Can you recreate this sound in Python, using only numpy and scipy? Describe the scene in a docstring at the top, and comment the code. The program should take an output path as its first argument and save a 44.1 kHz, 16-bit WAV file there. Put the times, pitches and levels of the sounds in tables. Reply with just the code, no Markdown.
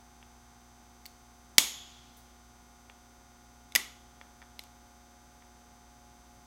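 """Side cutters bite through a plastic tab twice, close by, over a workbench in a garage.
The plastic ticks under the jaws, then breaks in a few quick cracks, and the steel rings as the jaws meet.
The jaws tap the part as they find a new grip. One chip lands across the room, another on the bench.
The garage echoes the cracks, taps and chips. Behind them are mains hum, a thin electrical buzz,
a soft rush of air and a far machine that slowly swells."""
import sys
import numpy as np
from scipy import signal
from scipy.fft import rfft, irfft, next_fast_len
from scipy.io import wavfile
from scipy.ndimage import map_coordinates

SR = 44100
rng = np.random.default_rng(int(sys.argv[2]) if len(sys.argv) > 2 else 0)


def pcm_store(signal):
    """Save signal as 16-bit PCM."""
    levels = np.round(np.clip(np.atleast_2d(signal), -1, 1) * 32767)
    wavfile.write(sys.argv[1], SR, levels.astype(np.int16).T)


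N = 284886
AGE = np.arange(SR) / SR  # seconds since a blow, up to one second
HZ = np.fft.rfftfreq(SR, 1 / SR)  # the frequencies in a one-second sound

# The jaws slam shut. Each row: time in seconds, ring level in dB, extra bass for cracks just then in dB.
SLAMS = [(1.584, 2, 8), (3.7632, -15.5, 15)]


def cracks_and_ticks(crackle_db=4, crackle_t60=0.008, push_db=-6, slam_window_s=0.002, room_db=-11.5):
    """Sharp cracks and ticks of plastic; just after the second cut, the chip ticks on the bench.
    Each is a click and a short crackle, with a very brief note from the plastic."""
    # Each row: start in seconds, level in dB, treble tilt in dB per octave,
    # the plastic's note in Hz, that note's boost in dB.
    plastic_sounds = [(1.0562, -21.5, 0, 4435, 22), (1.0624, -20.5, 4.5, 4485, 23),
                      (1.5823, 16, 0, 6440, 3), (1.5851, 9, 2, 3240, 4.5), (3.722, -26, -3, 3700, 14),
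                      (3.7521, 3.5, -1, 3150, 3.5), (3.757, -4.5, 1.5, 3760, 9), (3.759, 2.5, -8, 4990, 15),
                      (3.7591, 1.5, -5.5, 1956, 26), (3.7608, 3, -0.5, 11540, 17.5),
                      (3.8025, -19.5, -9, 1980, 17), (4.593, -15.5, -2, 4000, 11),
                      (4.6377, -30, 4, 7970, 0)]
    # The tone of a crack or tick. Each row: frequency in Hz, relative level in dB.
    crack_colour = [(40, -17), (110, -19), (270, -6.5), (400, -9.5), (550, -12.5), (850, -8.5), (1550, -18),
                    (2000, -2.5), (4400, -4), (5500, -2.5), (7200, -6), (9000, -6.5), (13000, -8),
                    (16000, -14.5)]
    track = np.zeros(N)
    colour = along(crack_colour, HZ) + plastic_part_db()
    octaves = np.log2(np.maximum(HZ, 1500) / 4000)
    bass_band = 1 / (1 + ((HZ - 260) / 300) ** 2)
    for start, db, tilt_db, hz, boost_db in plastic_sounds:
        # cracks that part the tab, just as the jaws close, push the most air
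        parting_db = sum(extra_db * np.exp(-((start - shut) / slam_window_s) ** 2)
                         for shut, _, extra_db in SLAMS)
        shape = colour + tilt_db * octaves + (push_db + parting_db) * bass_band
        width = hz / 7
        overtone = bump(3.25 * hz, 2 * width, 0.45 * boost_db)
        note = bump(hz, width, boost_db) + overtone
        attack = click(shape + note)
        crackle = unit_energy(rng.standard_normal(SR) * fade(crackle_t60))
        direct = unit_energy(attack + amp(crackle_db) * through(crackle, attack))
        # the room gathers sound from all directions, so the note stands out less there
        room = through(click(shape + 0.5 * note), garage_echo())
        add(track, start, amp(db) * (direct + amp(room_db) * room))
    return track


def plastic_part_db():
    """The plastic part boosts the pitches at which it likes to ring; this gives that boost in dB."""
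    # Each row: pitch in Hz, width in Hz, boost in dB.
    resonances = [(2180, 296, 7), (2961, 160, 3), (3560, 160, 5.5), (5600, 220, 2), (6600, 400, 5.5),
                  (7900, 160, 4.5)]
    return sum(bump(hz, width, db) for hz, width, db in resonances)


def steel_ring():
    """The shock of the jaws meeting rings a few clear tones among clusters of close, beating ones."""
    # Each row: centre in Hz, width in Hz, level in dB relative to the slam, fade time in seconds.
    clusters = [(969, 500, -16.5, 0.63), (3330, 440, -10, 1.2), (3900, 3400, -13, 1.7),
                (6750, 600, -8.5, .8), (11300, 1200, -11.5, .5)]
    # Each row: pitch in Hz, level in dB relative to the slam, fade time in seconds.
    clear_tones = [(3247, -15, 0.4), (3346, -13, 0.46), (3417, -18, 1.1), (3760, -18, .6),
                   (6623, -15, 0.49), (6688, -15, 0.38), (6798, -15, 0.44), (6985, -14, .42),
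                   (7072, -16.5, .4), (10900, -23, .45), (11330, -23.5, .4)]
    track = np.zeros(N)
    for start, slam_db, _ in SLAMS:
        for hz, width, db, t60 in clusters:
            cluster = filtered(rng.standard_normal(SR), lambda f: 1 / (1 + ((f - hz) / width) ** 2) ** 2)
            add(track, start, amp(slam_db + db) * unit_energy(cluster * fade(t60)))
        for hz, db, t60 in clear_tones:
            tone = np.sin(2 * np.pi * (hz * AGE + rng.random())) * fade(t60)
            add(track, start, amp(slam_db + db + rng.normal()) * unit_energy(tone))
    return track


def jaw_taps(ping_hz=3355, ping_db=-11.5, bench_delay_s=0.00218, bench_db=-8, room_db=-10):
    """Steel knocks dully on plastic, and each knock bounces back off the bench top."""
    # Each row: start in seconds, level in dB, note of the touched spot in Hz.
    taps = [(0.228, -29.5, 2800), (2.8985, -26, 2600), (4.2133, -23.5, 2080), (4.4186, -28, 1960),
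            (4.4262, -29.5, 1950), (5.4236, -35, 2080)]
    # The tone of a tap. Each row: frequency in Hz, relative level in dB.
    tap_colour = [(100, -23), (500, 2.5), (900, 9), (1400, 3.5), (1900, 4.5), (2900, -0.5), (3400, 5.5),
                  (3900, -16), (5000, -3), (9000, -46)]
    track = np.zeros(N)
    colour = along(tap_colour, HZ) + 0.31 * plastic_part_db()
    # a tap wakes a note in the steel, which the plastic quickly damps
    ping = amp(ping_db) * unit_energy(np.sin(2 * np.pi * ping_hz * AGE) * fade(t60=0.032))
    for start, db, hz in taps:
        knock = amp(db) * (click(colour + bump(hz, width=920, db=9)) + ping)
        add(track, start, knock + amp(room_db) * through(knock, garage_echo()))
        add(track, start + bench_delay_s, amp(bench_db) * knock)
    return track


def chip_landing(direct_db=-14):
    """The first cut-off chip lands across the garage: a thin tick that is nearly all echo."""
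    # Each row: start in seconds, level in dB.
    landings = [(2.168, -26)]
    # The tone of the tick. Each row: frequency in Hz, relative level in dB.
    chip_colour = [(2000, -30), (6000, -12.5), (9000, -9), (15000, -3)]
    track = np.zeros(N)
    tick = click(along(chip_colour, HZ))
    for start, db in landings:
        add(track, start, amp(db) * (amp(direct_db) * tick + through(tick, garage_echo())))
    return track


def garage_echo(early_db=-4, early_t60=0.1203, onset_s=0.0014):
    """A fresh echo: quick bounces off bench and boxes, then a tail whose middle pitches last longest."""
    # Each row: frequency in Hz, fade time in seconds.
    fade_times = [(100, 0.29), (700, 0.45), (2000, 0.44), (5000, 0.43), (9000, 0.3), (15000, .33)]
    # The tone of the echo. Each row: frequency in Hz, relative level in dB.
    echo_colour = [(60, -2.5), (250, 5.5), (800, -2.5), (1350, 8), (2100, -3.5), (3200, 2), (5000, 0.5),
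                   (9000, 3), (15000, -2.5)]
    hz, t, noise_bands = signal.stft(rng.standard_normal(SR), SR, nperseg=256)
    band_fades = np.exp(-np.log(1000) * t / along(fade_times, hz)[:, None])
    tail = signal.istft(noise_bands * band_fades, SR, nperseg=256)[1][:SR]
    early = rng.standard_normal(SR) * fade(early_t60)
    echo = (unit_energy(tail) + amp(early_db) * unit_energy(early)) * (1 - np.exp(-AGE / onset_s))
    return through(unit_energy(echo), click(along(echo_colour, HZ)))


def hum_and_buzz(mains_hz=59.98, buzz_db=-63.5, uneven_db=6.0):
    """Mains power makes a low hum and a fine buzz that repeats every third mains cycle."""
    # Each row: multiple of the mains frequency, level in dB.
    hum_tones = [(1, -63), (2, -72.5), (4, -66), (6, -74.5), (12, -67), (13, -77.5), (14, -70), (16, -82.5),
                 (18, -76.5), (20, -75.5), (24, -75.5), (26, -86.5)]
    # The tone of the buzz. 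Each row: frequency in Hz, relative level in dB.
    buzz_colour = [(400, -3.5), (1450, 2), (1800, -2), (2200, 1.5), (2900, -6), (3600, -3), (4300, -6),
                   (5100, 1.5), (5600, -8), (5900, 6), (6300, 4.5), (7300, -8), (8000, -2.5), (8700, -8.5),
                   (16000, -18)]
    t = np.arange(N) / SR
    hum = sum(sine(k * mains_hz * t + rng.random(), db) for k, db in hum_tones)
    period = round(3 * SR / mains_hz)
    hz = np.fft.rfftfreq(period, 1 / SR)
    # the buzz's tones differ in strength, capped so that none stands out as a whistle
    scatter = np.minimum(rng.standard_normal(len(hz)), 1.4)
    strengths = amp(along(buzz_colour, hz) + uneven_db * scatter) * (hz > 2 * mains_hz)
    phases = np.exp(2j * np.pi * rng.random(len(hz)))
    buzz = np.resize(irfft(strengths * phases, period), N)
    return hum + amp(buzz_db) * unit(buzz)


def room_air(level_db=-64.5):
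    """The air in the room makes a soft, low rush."""
    # Each row: frequency in Hz, relative level in dB.
    air_colour = [(20, -8.5), (40, 5), (150, 0.5), (400, -5.5), (650, -7), (850, -1.5), (1200, -11.5),
                  (2000, -14), (4000, -23), (8000, -21.5), (16000, -23)]
    rush = filtered(rng.standard_normal(N), lambda f: amp(along(air_colour, f)))
    return amp(level_db) * unit(rush)


def far_machine(pitch_hz=272, climb_hz_per_s=2.1, full_at_s=3.6, swell_s=1.6, idle_db=-85, full_db=-76):
    """A far machine, perhaps a fan, swells and then holds; its tone creeps upward and wavers."""
    # Each row: multiple of the machine's pitch, relative level in dB.
    harmonics = [(1, -0.5), (2, -1), (3, -.5)]
    since_full = np.arange(N) / SR - full_at_s
    swell = np.clip(1 + since_full / swell_s, 0, 1)
    level_db = idle_db + (full_db - idle_db) * swell + 1.5 * wobble(7)
    hz = (pitch_hz + climb_hz_per_s * since_full) * (1 + 0.0045 * wobble(6.6))
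    cycles = np.cumsum(hz) / SR
    return amp(level_db) * sum(sine(k * cycles, db) for k, db in harmonics)


def amp(db):
    """Turn decibels into a gain."""
    return 10 ** (np.asarray(db) / 20)


def unit(x):
    """Scale x to an average (rms) level of 1."""
    return x / np.sqrt(np.mean(x ** 2))


def unit_energy(x):
    """Scale x to a total energy of 1."""
    return x / np.linalg.norm(x)


def sine(cycles, db):
    """A pure tone with an average (rms) level of db."""
    return np.sqrt(2) * amp(db) * np.sin(2 * np.pi * cycles)


def along(points, hz):
    """Read between (Hz, value) points, with octaves evenly spaced."""
    freqs, values = np.transpose(points)
    return np.interp(np.log(hz + 1), np.log(freqs), values)


def bump(hz, width, db):
    """A boost in dB around one pitch; width is in Hz."""
    return db / (1 + (2 * (HZ - hz) / width) ** 2)


def filtered(x, gain):
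    """Give each frequency in x its own gain."""
    size = next_fast_len(len(x) + SR // 2)
    return irfft(rfft(x, size) * gain(np.fft.rfftfreq(size, 1 / SR)), size)[:len(x)]


def click(colour_db):
    """The sharpest click of energy 1 that has this tone colour."""
    cepstrum = irfft(np.log(amp(colour_db)))
    # folding the second half onto the first packs the energy at the start
    cepstrum[1:SR // 2] *= 2
    cepstrum[SR // 2:] = 0
    return unit_energy(irfft(np.exp(rfft(cepstrum))))


def through(x, response):
    """Play x through something that answers a click with this response."""
    return signal.fftconvolve(x, response)[:len(x)]


def fade(t60):
    """Die away by 60 dB in t60 seconds, the fade time."""
    return np.exp(-np.log(1000) * AGE / t60)


def wobble(rate):
    """A smooth curve through rate random points a second."""
    return map_coordinates(rng.standard_normal(int(N * rate / SR) + 4), [np.arange(N) * rate / SR])


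def add(track, start, sound):
    """Mix a sound into the track at start seconds."""
    part = track[round(start * SR):][:len(sound)]
    part += sound[:len(part)]


def scene():
    """All the sounds together in one channel."""
    cutting = cracks_and_ticks() + steel_ring() + jaw_taps() + chip_landing()
    background = hum_and_buzz() + room_air() + far_machine()
    return (cutting + background)[None]


def record(dry, top_hz=16000):
    """The loudest snap overloads the input, and the treble above top_hz is cut away."""
    clipped = np.clip(dry[0], -1, 1)
    return filtered(clipped, lambda hz: 1 / np.sqrt(1 + (hz / top_hz) ** 240))[None]


dry = scene()
out = record(dry)
pcm_store(out)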